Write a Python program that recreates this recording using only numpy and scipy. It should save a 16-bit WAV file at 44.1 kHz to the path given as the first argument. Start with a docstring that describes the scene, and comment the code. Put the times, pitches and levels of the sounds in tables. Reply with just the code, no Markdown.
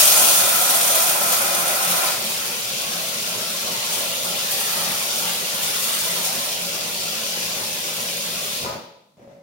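"""First a hard jet drums on bare steel and sprays: a kitchen tap runs into a saucepan in the sink.
Deeper water then cushions it and fizzes with bubbles; a last gulp shuts the tap, the kitchen rings out
and the pan bumps softly against the sink. The two microphones stand a few steps away, the sink to their left.
Drops are filtered random impacts, bubbles are short rising rings, the steel sink is a bank of resonators,
and reflections with a decaying noise tail make the kitchen."""
import sys
import numpy as np
from scipy import signal
from scipy.fft import rfft, irfft, next_fast_len
from scipy.io import wavfile
from scipy.ndimage import map_coordinates

SR = 44100
rng = np.random.default_rng(int(sys.argv[2]) if len(sys.argv) > 2 else 0)


def store_pcm(level_fs):
    """Save levels as 16-bit WAV."""
    pcm = np.round(np.clip(level_fs, -1, 1) * 32767).astype(np.int16)
    wavfile.write(sys.argv[1], SR, np.atleast_2d(pcm).T)


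N = 415422
T = np.arange(N) / SR  # time, s

# All levels are relative: later stages colour and rescale them.
# How hard the jet sprays as it meets steel or water; columns: t/s, level/dB
SPRAYING = [(0.0, -16), (0.02, -20), (0.38, -20.5), (0.43, -23.5), (1.07, -24), (1.14, -27.5), (1.3, -25),
            (1.42, -27), (1.78, -29), (1.85, -27), (2.08, -29), (2.17, -34), (2.24, -31.5), (2.62, -34.7),
            (3.05, -33.8), (3.81, -34.5), (3.93, -30.5), (4.1, -33.5), (4.4, -32.5), (4.72, -30.5),
            (4.98, -32), (5.25, -31.5), (5.43, -33), (5.82, -30.5), (6.22, -31.5), (6.38, -32.5),
            (6.63, -35.5), (7.2, -34.5), (8.56, -35.5)]
# The jet catches the wall of the pan and spits; columns: t/s, level change/dB, length/s
SPITS = [(0.079, 2, 0.015), (0.34, -0.5, .02), (.705, 3.5, 0.013), (.955, 1, 0.011), (1.325, 5.5, 0.01),
         (3.93, 1, 0.026), (4.245, 5.5, 0.013), (4.513, 9, .008), (4.595, 4, 0.013), (5.179, 6.5, .007),
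         (5.632, 4, 0.012), (5.678, 2, .008), (5.83, 4, .01), (5.889, 0, .007), (6.01, 2, .008),
         (6.249, 9.5, .008), (6.44, 5, .009)]
# Pockets of air dragged under, the last as the tap shuts;
# columns: t/s, length/s, lowest f/Hz, highest f/Hz, level/dB
GURGLES = [(0.242, 0.14, 560, 882, -31), (4.1, 0.51, 530, 610, -44), (4.26, .04, 750, 1400, -39),
           (4.7, 0.29, 1620, 1950, -41.5), (4.8, .16, 1130, 1320, -43.5), (4.904, 0.37, 772, 903, -42),
           (5.95, .28, 1313, 1900, -45), (8.674, .055, 652, 1560, -38)]
# The pan against the sink; columns: t/s, scuff level/dB, scuff length/s, knock level/dB
BUMPS = [(9.17, -49.5, 0.012, -36), (9.192, -49.5, 0.019, -33), (9.217, -51.5, 0.061, -27),
         (9.276, -57, 0.032, -16), (9.296, -56, 0.15, -30)]

# Spectrum of the droplets as the microphones colour it, with their dip near 7.5 kHz and lift near 9 kHz;
# columns: f/Hz, level per Hz/dB
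SPRAY_SPECTRUM = [(1300, -26), (2150, -19), (2450, -4), (2900, -2.5), (3400, -1), (5200, -1), (6000, 0.4),
                  (6900, 1), (7450, -3), (8000, -2), (8750, 3.5), (9400, 4), (10400, 1.5), (11500, 2),
                  (12400, 2.8), (13400, -0.3), (14300, 0.2), (15200, 2), (16000, -0.5)]
# Spectrum of the jet on bare steel; columns: f/Hz, level per Hz/dB
BARE_SPECTRUM = [(180, -45), (300, -13.5), (366, -9.5), (425, -18), (470, -12.5), (581, -4), (690, -2.5),
                 (800, -2.5), (930, -9.5), (1020, -1.5), (1130, -8.5), (1290, 0), (1600, -5), (1960, -6.5),
                 (2160, -7.5), (2430, -3), (3120, -30.5), (5280, -120)]
# Spectrum of the jet in the water that covers the steel; columns: f/Hz, level per Hz/dB
COVERED_SPECTRUM = [(200, -36.5), (300, -10), (420, -4), (500, -0.5), (600, 3), (700, -8), (800, -3.5),
                    (950, -5.5), (1110, -4.5), (1300, -4.5), (1550, -5), (1750, -3.5), (2130, -5.5),
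                    (2400, -2), (3120, -34), (5280, -120)]
# Spectrum of the bubble cloud; columns: f/Hz, level per Hz/dB
FIZZ_SPECTRUM = [(1200, -31.5), (2100, -10), (2600, -2.5), (3100, -0.2), (3500, -0.9), (4700, 2), (6500, 0),
                 (7600, -1), (12000, -39), (16000, -31.5)]
# Spectrum of the plunging water's rumble; columns: f/Hz, level per Hz/dB
RUMBLE_SPECTRUM = [(20, -11), (40, -9.5), (62, -15.5), (85, -8), (115, 1), (200, -6), (280, -4.5),
                   (370, 1.5), (520, 6), (620, 2.5), (780, -6.5), (1100, -18.5), (3000, -61)]
# Spectrum of the closing valve's dull thud; columns: f/Hz, level per Hz/dB
THUD_SPECTRUM = [(20, -13), (55, -7), (100, 1), (190, -5), (300, -17), (1000, -53)]
# Spectrum of the pan scuffing the sink; columns: f/Hz, level per Hz/dB
SCUFF_SPECTRUM = [(40, -20), (80, -21.5), (120, 0.5), (175, -1), (245, -5), (350, -4.5), (470, -6.5),
                  (600, -3), (760, -3.5), (1100, -17.5), (2100, -17.5), (3200, -25), (6300, -27),
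                  (8000, -36), (15000, -40.5)]
# Spectrum of the quiet room tone; columns: f/Hz, level per Hz/dB
ROOM_TONE_SPECTRUM = [(18, -48), (30, -32), (203, 4.5), (402, -19), (645, -15), (1380, -13), (1530, -28.5),
                      (3940, -18), (15800, -26)]

# Resonances of the pan wall; columns: f/Hz, width/Hz, lift/dB
PAN_MODES = [(1400, 110, 3), (1970, 160, 2.5), (2480, 110, 2), (3210, 25, 3), (3520, 160, 1.5),
             (4600, 45, 2), (5927, 55, 2), (8812, 60, 1.4)]
# Resonances of the sink with the pan in it;
# columns: f/Hz, width/Hz, level when shaken by water/dB, level when bumped/dB
SINK_MODES = [(123, 26, -14, -17), (176, 6, 1.5, -22.5), (218, 11, 0.5, -19), (243.4, 4, -7, -3),
              (491.4, 5.8, -2, -7), (558.6, 3, 1, 4), (581, 40, 2.5, -14.5), (614, 3.2, -2, -4.5)]
# Reverberation of the kitchen; columns: f/Hz, time to decay by 60 dB/s
KITCHEN_DECAY = [(100, 0.55), (500, 0.75), (1600, 0.67), (3500, 0.78), (8000, 0.5), (15000, 0.5)]
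# Likeness of the two microphone signals; columns: f/Hz, correlation (-1 opposed, 1 same)
LIKENESS = [(30, -0.66), (70, 0.14), (140, 0.98), (260, 0.68), (550, 0.4), (1000, -0.033), (2000, -0.026),
            (16000, 0.08)]
# Balance of the two microphones; columns: f/Hz, left minus right level/dB
BALANCE = [(200, -0.5), (600, 1.5), (1200, 1), (3200, 0.5), (5000, 2), (6900, 3.5), (7900, 1), (8800, -3),
           (10500, -1), (12000, -0.5), (15500, 2)]

# Water covers the spot where the jet lands
COVER_START_S, COVER_END_S = 2.06, 2.19
# The spray of a jet that plunges smoothly; any more is spatter, fully wild at WILD_DB above calm
CALM_DB, WILD_DB = -33, 2.5
SPUTTER_CALM_DB, SPUTTER_WILD_DB = 1.4, 2  # how deeply the spray wavers
# Level under a calm jet, and dB gained per dB of spatter
STEEL_DB, STEEL_PER_SPATTER = -31, 0.12
WATER_DB, WATER_PER_SPATTER = -39, 0.76
FROTH_DB, FROTH_PER_SPATTER = -31.5, 0.38
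RUMBLE_DB, RUMBLE_PER_SPATTER = -44, -0.49  # water that spatters does not plunge
CHURN_DB = -43  # the steady shaking of the sink
SURGE_S, SURGE_DB, SURGE_LENGTH_S = 2.05, 1.7, 0.028  # the drumming swells briefly
FROTH_FULL_S, FROTH_DB_PER_S = 2.3, 7.5  # the bubble cloud builds up until then
BURBLE_PEAK_S = 5.6  # at this depth the jet burbles loudest
SHALLOW_DB_PER_S, DEEP_DB_PER_S = 0.3, 0.9  # growth of the burble before that, muffling after
CLOSING_S = 8.578  # the valve starts to close, and the stream draws less and less air
SPRAY_CLOSE_DB_PER_S, FROTH_CLOSE_DB_PER_S = 130, 90
GULP_S, GULP_DB, GULP_LENGTH_S = 8.67, -43, 0.05  # the valve closes
SLUG_S, IMPACT_CLOSE_DB_PER_S = 8.69, 73  # the last slug of water lands, then the splash dies
SLOSH_S, SLOSH_DB, SLOSH_LENGTH_S = 8.69, 5.5, 0.1  # the pan heaves as the stream slackens
SHUT_S, DRAIN_S = 8.76, 0.024  # the last water lands; time constant of its decay
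ROOM_TONE_DB = -64.5
LEFT_LEAD_S = 0.00037  # direct sound reaches the left microphone first
EDGE_HZ = 15930  # upper edge of the sound's band


def gain_of(db):
    """Amplitude factor of a level in dB."""
    return 10 ** (np.asarray(db) / 20)


def evened(x):
    """Scale to an rms of 1."""
    return x / np.sqrt(np.mean(x ** 2) + 1e-20)


def read(points, hz):
    """A spectrum, joined by straight lines on a log-frequency axis."""
    f, value = np.transpose(points)
    return np.interp(np.log(hz + 1), np.log(f + 1), value)


def swell(s, length):
    """A brief bell-shaped rise from 0 to 1 and back."""
    return np.exp(-((T - s) / length) ** 2)


def colour(x, spectrum, modes=(), size=8192):
    """Causal filter: a broad spectrum lifted by ringing resonances; rms 1."""
    hz = np.fft.rfftfreq(size, 1 / SR)
    db = read(spectrum, hz)
    for f, width, lift in modes:
        db = db + lift / (1 + (2 * (hz - f) / width) ** 2)
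    # folding the cepstrum forward in time gives minimum phase
    cepstrum = irfft(np.log(gain_of(db)))[:size // 2]
    cepstrum[1:] *= 2
    ring = irfft(np.exp(rfft(cepstrum, size)))[:size // 2]
    return evened(signal.oaconvolve(x, ring[None], axes=1)[:, :N])


def hiss(channels=4):
    """Unrelated noise, by default for four spots in the sink."""
    return rng.standard_normal((channels, N))


def drops(per_s, spread_db):
    """Random impacts: most are small, a few large."""
    push = hiss()
    size = np.minimum(rng.exponential(1, push.shape), 6)
    lands = rng.random(push.shape) < per_s / SR
    return evened(np.sign(push) * gain_of(spread_db * size) * lands)


def sputter(depth_db, slow_hz, fast_hz, count=60):
    """The unsteady jet: a gain that wavers at many rates."""
    t = T[::64]
    rates = np.geomspace(slow_hz, fast_hz, count)[:, None]
    waves = np.sin(2 * np.pi * (rates * t + rng.random((count, 1))))
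    return gain_of(depth_db * np.interp(T, t, evened(waves.sum(0))))


def patchy(x, depth_db, span_hz, span_s):
    """Random gains that drift over time and frequency make the noise uneven."""
    hz, s, z = signal.stft(x, SR, nperseg=512)
    knots = rng.standard_normal((80, 900))
    places = np.meshgrid(hz / span_hz, s / span_s, indexing="ij")
    field = map_coordinates(knots, places, order=1, mode="mirror")
    uneven = z * gain_of(depth_db * evened(field))
    return evened(signal.istft(uneven, SR, nperseg=512)[1][:, :N])


def bubbles(low_hz, high_hz, cycles, spread_db, rise, count=9000, size=500, channels=4):
    """Each trapped bubble rings for some cycles and rises in pitch as it nears the surface."""
    when, pitch, strength = rng.random((count, 3)).T[:, :, None]
    turns = low_hz * (high_hz / low_hz) ** pitch * np.arange(size) / SR
    ring = np.exp(-turns / cycles) * np.sin(2 * np.pi * turns * (1 + rise * turns / cycles))
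    fade = np.sqrt(np.linspace(1, 0, size))
    ring *= gain_of(-spread_db * np.log(strength + 0.084)) * fade
    # scatter over all channels laid end to end
    at = (when * (channels * N - size)).astype(int) + np.arange(size)
    return evened(np.bincount(at.ravel(), ring.ravel(), channels * N).reshape(channels, N))


def cover():
    """How far water covers the spot where the jet lands, 0 to 1."""
    return np.clip((T - COVER_START_S) / (COVER_END_S - COVER_START_S), 0, 1)


def filling():
    """Gains of spray, impact, fizz, rumble and churn follow spatter, rising water and closing valve."""
    jet_db = np.interp(T, *np.transpose(SPRAYING))
    spray_db = jet_db + sum(db * swell(s, length) for s, db, length in SPITS)
    spatter_db = jet_db - CALM_DB

    closing = np.maximum(T - CLOSING_S, 0)
    dying_db = IMPACT_CLOSE_DB_PER_S * np.maximum(T - SLUG_S, 0)
    slosh_db = SLOSH_DB * swell(SLOSH_S, SLOSH_LENGTH_S)
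    depth_db = np.minimum(SHALLOW_DB_PER_S * (T - BURBLE_PEAK_S), DEEP_DB_PER_S * (BURBLE_PEAK_S - T))

    steel_db = STEEL_DB + STEEL_PER_SPATTER * spatter_db + SURGE_DB * swell(SURGE_S, SURGE_LENGTH_S)
    water_db = WATER_DB + WATER_PER_SPATTER * spatter_db + depth_db
    missing_froth_db = FROTH_DB_PER_S * np.maximum(FROTH_FULL_S - T, 0)
    froth_db = FROTH_DB + FROTH_PER_SPATTER * spatter_db - missing_froth_db
    rumble_db = RUMBLE_DB + RUMBLE_PER_SPATTER * spatter_db * cover()
    return gain_of([spray_db - SPRAY_CLOSE_DB_PER_S * closing,
                    steel_db + cover() * (water_db - steel_db) - dying_db,
                    froth_db - FROTH_CLOSE_DB_PER_S * closing,
                    rumble_db + slosh_db,
                    CHURN_DB + slosh_db])


def spray():
    """Droplets tick on steel and water: a steady mist when calm, coarse and sputtering in spatter."""
    wild = np.clip((np.interp(T, *np.transpose(SPRAYING)) - CALM_DB) / WILD_DB, 0, 1)
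    fine = drops(per_s=1200, spread_db=3.0)
    mist = gain_of(-3.0) * hiss()
    coarse = gain_of(-4) * wild * drops(per_s=150, spread_db=2.0)
    ticks = patchy(fine + mist + coarse, depth_db=1.5, span_hz=450, span_s=0.014)
    depth_db = SPUTTER_CALM_DB + (SPUTTER_WILD_DB - SPUTTER_CALM_DB) * wild
    wavering = sputter(depth_db, slow_hz=13, fast_hz=71.06)
    return gain_of(3.0) * colour(ticks, SPRAY_SPECTRUM, PAN_MODES) * wavering


def impact():
    """The jet drums and gurgles on the bare pan bottom, then burbles in the water that covers it."""
    covered = cover()
    gurgle = bubbles(low_hz=486.0, high_hz=1477, cycles=9.9, spread_db=2.0, rise=0.027,
                     count=2400, size=1400)
    on_steel = gain_of(-11) * gurgle + drops(per_s=900, spread_db=3.0)
    drum = gain_of(1.5) * colour(on_steel, BARE_SPECTRUM, PAN_MODES)
    burble = bubbles(low_hz=632.4, high_hz=2312, cycles=18.5, spread_db=3.0, rise=0.032,
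                     count=2600, size=1000)
    on_water = gain_of(-2.5) * burble + drops(per_s=450, spread_db=0.5)
    splash = gain_of(1.5) * colour(on_water, COVERED_SPECTRUM, PAN_MODES)
    return np.sqrt(1 - covered) * drum + np.sqrt(covered) * splash


def rumble():
    """The plunging water rumbles in the pan: low coloured noise that wavers slowly."""
    return gain_of(-4.0) * colour(hiss(), RUMBLE_SPECTRUM) * sputter(depth_db=3.0, slow_hz=3.3, fast_hz=20)


def sink(churn, rub, knock):
    """The steel sink hums in its modes under churning water and rings when the pan rubs or knocks it."""
    out = 0
    for hz, width, water_db, bump_db in SINK_MODES:
        radius = np.exp(-np.pi * width / SR)  # a narrow mode rings long
        pole = radius * np.exp(2j * np.pi * hz / SR)
        shake = hiss(channels=2)
        rough = (gain_of(water_db) * churn + gain_of(bump_db) * rub) * shake
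        struck = gain_of(bump_db) * knock * gain_of([[0], [-10]])
        ringing = signal.lfilter([np.sqrt(2 * (1 - radius * radius))], [1, -pole], rough + struck)
        out = out + ringing.imag
    return out * gain_of([[0], [-6]])  # rows: common and opposed sound


def fizz():
    """The aerated stream drives a cloud of small bubbles under the surface."""
    cloud = bubbles(low_hz=2017, high_hz=6896, cycles=24.0, spread_db=0.4, rise=0.027, count=6000)
    froth = gain_of(-3.5) * cloud + drops(per_s=1000, spread_db=5.0)
    return colour(patchy(froth, depth_db=1.3, span_hz=457, span_s=0.028), FIZZ_SPECTRUM, PAN_MODES)


def gurgles():
    """Each pocket of air breaks into a short run of bubbles within its own pitch range."""
    out = 0
    for s, length, low_hz, high_hz, db in GURGLES:
        run = bubbles(low_hz, high_hz, cycles=16.0, spread_db=2.2, rise=0.02, count=1100, size=900)
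        out = out + gain_of(db) * swell(s, length) * run
    return out


def room_tone():
    """The quiet kitchen: faint steady coloured noise."""
    return gain_of(ROOM_TONE_DB) * colour(hiss(channels=2), ROOM_TONE_SPECTRUM)


def gulp():
    """The closing valve thuds dully in the pipe."""
    thud = colour(hiss(channels=2), THUD_SPECTRUM) * gain_of([[0], [-9]])  # common, opposed
    return gain_of(GULP_DB) * swell(GULP_S, GULP_LENGTH_S) * thud


def bumps():
    """The pan meets the sink: decaying strengths of rubbing, and single-sample knocks."""
    rub = sum(gain_of(db) * (T >= s) * np.exp(-abs(T - s) / length) for s, db, length, _ in BUMPS)
    knock = sum(gain_of(db) * (np.arange(N) == round(s * SR)) for s, _, _, db in BUMPS)
    return rub, knock


def scuffs(rub):
    """The pan scrapes softly on the sink: coloured noise that follows the rubbing."""
    return gain_of(-0.5) * rub * colour(hiss(), SCUFF_SPECTRUM)


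def kitchen(x, direct_db, early_db, early_s, size=30000):
    """Each spot has its own paths: direct, off the sink and cupboards, and as a reverberant tail."""
    t, out = np.arange(size) / SR, 0
    left, right = np.sinc(t * SR), np.sinc((t - LEFT_LEAD_S) * SR)
    direct = np.array([left + right, left - right])  # common, opposed
    for spot in x:
        hz, s, z = signal.stft(rng.standard_normal((2, size)), SR, nperseg=256)
        decay = gain_of(-60 * s / read(KITCHEN_DECAY, hz)[:, None])
        tail = evened(signal.istft(z * decay, SR, nperseg=256)[1][:, :size])
        sparse = rng.standard_normal((2, size)) * (rng.random((2, size)) < 900 / SR)
        early = evened(sparse * np.exp(-t / early_s))
        paths = tail + gain_of(early_db) * early + gain_of(direct_db) * evened(direct)
        paths = evened(paths) / np.sqrt(size * len(x))
        # a reversed lead-in, cut off again, so that the tap is already running
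        running = np.concatenate([spot[size:0:-1], spot])
        out = out + signal.oaconvolve(running[None], paths, axes=1)[:, size:size + N]
    return out


def microphones(x):
    """Common and opposed sound mix into left and right, with likeness and balance set by frequency."""
    size = next_fast_len(N)
    hz, (common, opposed) = np.fft.rfftfreq(size, 1 / SR), rfft(x, size)
    same = np.clip(read(LIKENESS, hz), -1, 1)
    lean = gain_of(read(BALANCE, hz) / 2)
    mid, side = common * np.sqrt((1 + same) / 2), opposed * np.sqrt((1 - same) / 2)
    return irfft(np.array([(mid + side) * lean, (mid - side) / lean]), size)[:, :N]


def scene():
    """Water and scuffs fill the kitchen; the hum of the sink and the thud of the valve arrive directly."""
    spray_gain, impact_gain, fizz_gain, rumble_gain, churn_gain = filling()
    flow = np.exp(-np.maximum(T - SHUT_S, 0) / DRAIN_S)
    water = spray_gain * spray() + impact_gain * impact() + fizz_gain * fizz()
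    water = water + rumble_gain * rumble() + gurgles()
    rub, knock = bumps()
    heard = kitchen(flow * water + scuffs(rub), direct_db=-5, early_db=-1.0, early_s=0.024)
    churn = gain_of(-6.5) * flow * churn_gain * sputter(depth_db=2.0, slow_hz=1.5, fast_hz=8)
    hum = sink(churn, rub=gain_of(0.5) * rub, knock=knock)
    quiet = room_tone()
    return microphones(gain_of(3.5) * heard + hum + gulp() + quiet)


def record(dry):
    """Band limit of the whole sound: a steep low-pass filter."""
    low_pass = signal.firwin(1023, EDGE_HZ, window=("kaiser", 8), fs=SR)
    return signal.oaconvolve(dry, low_pass[None], "same")


dry = scene()
out = record(dry)
store_pcm(out)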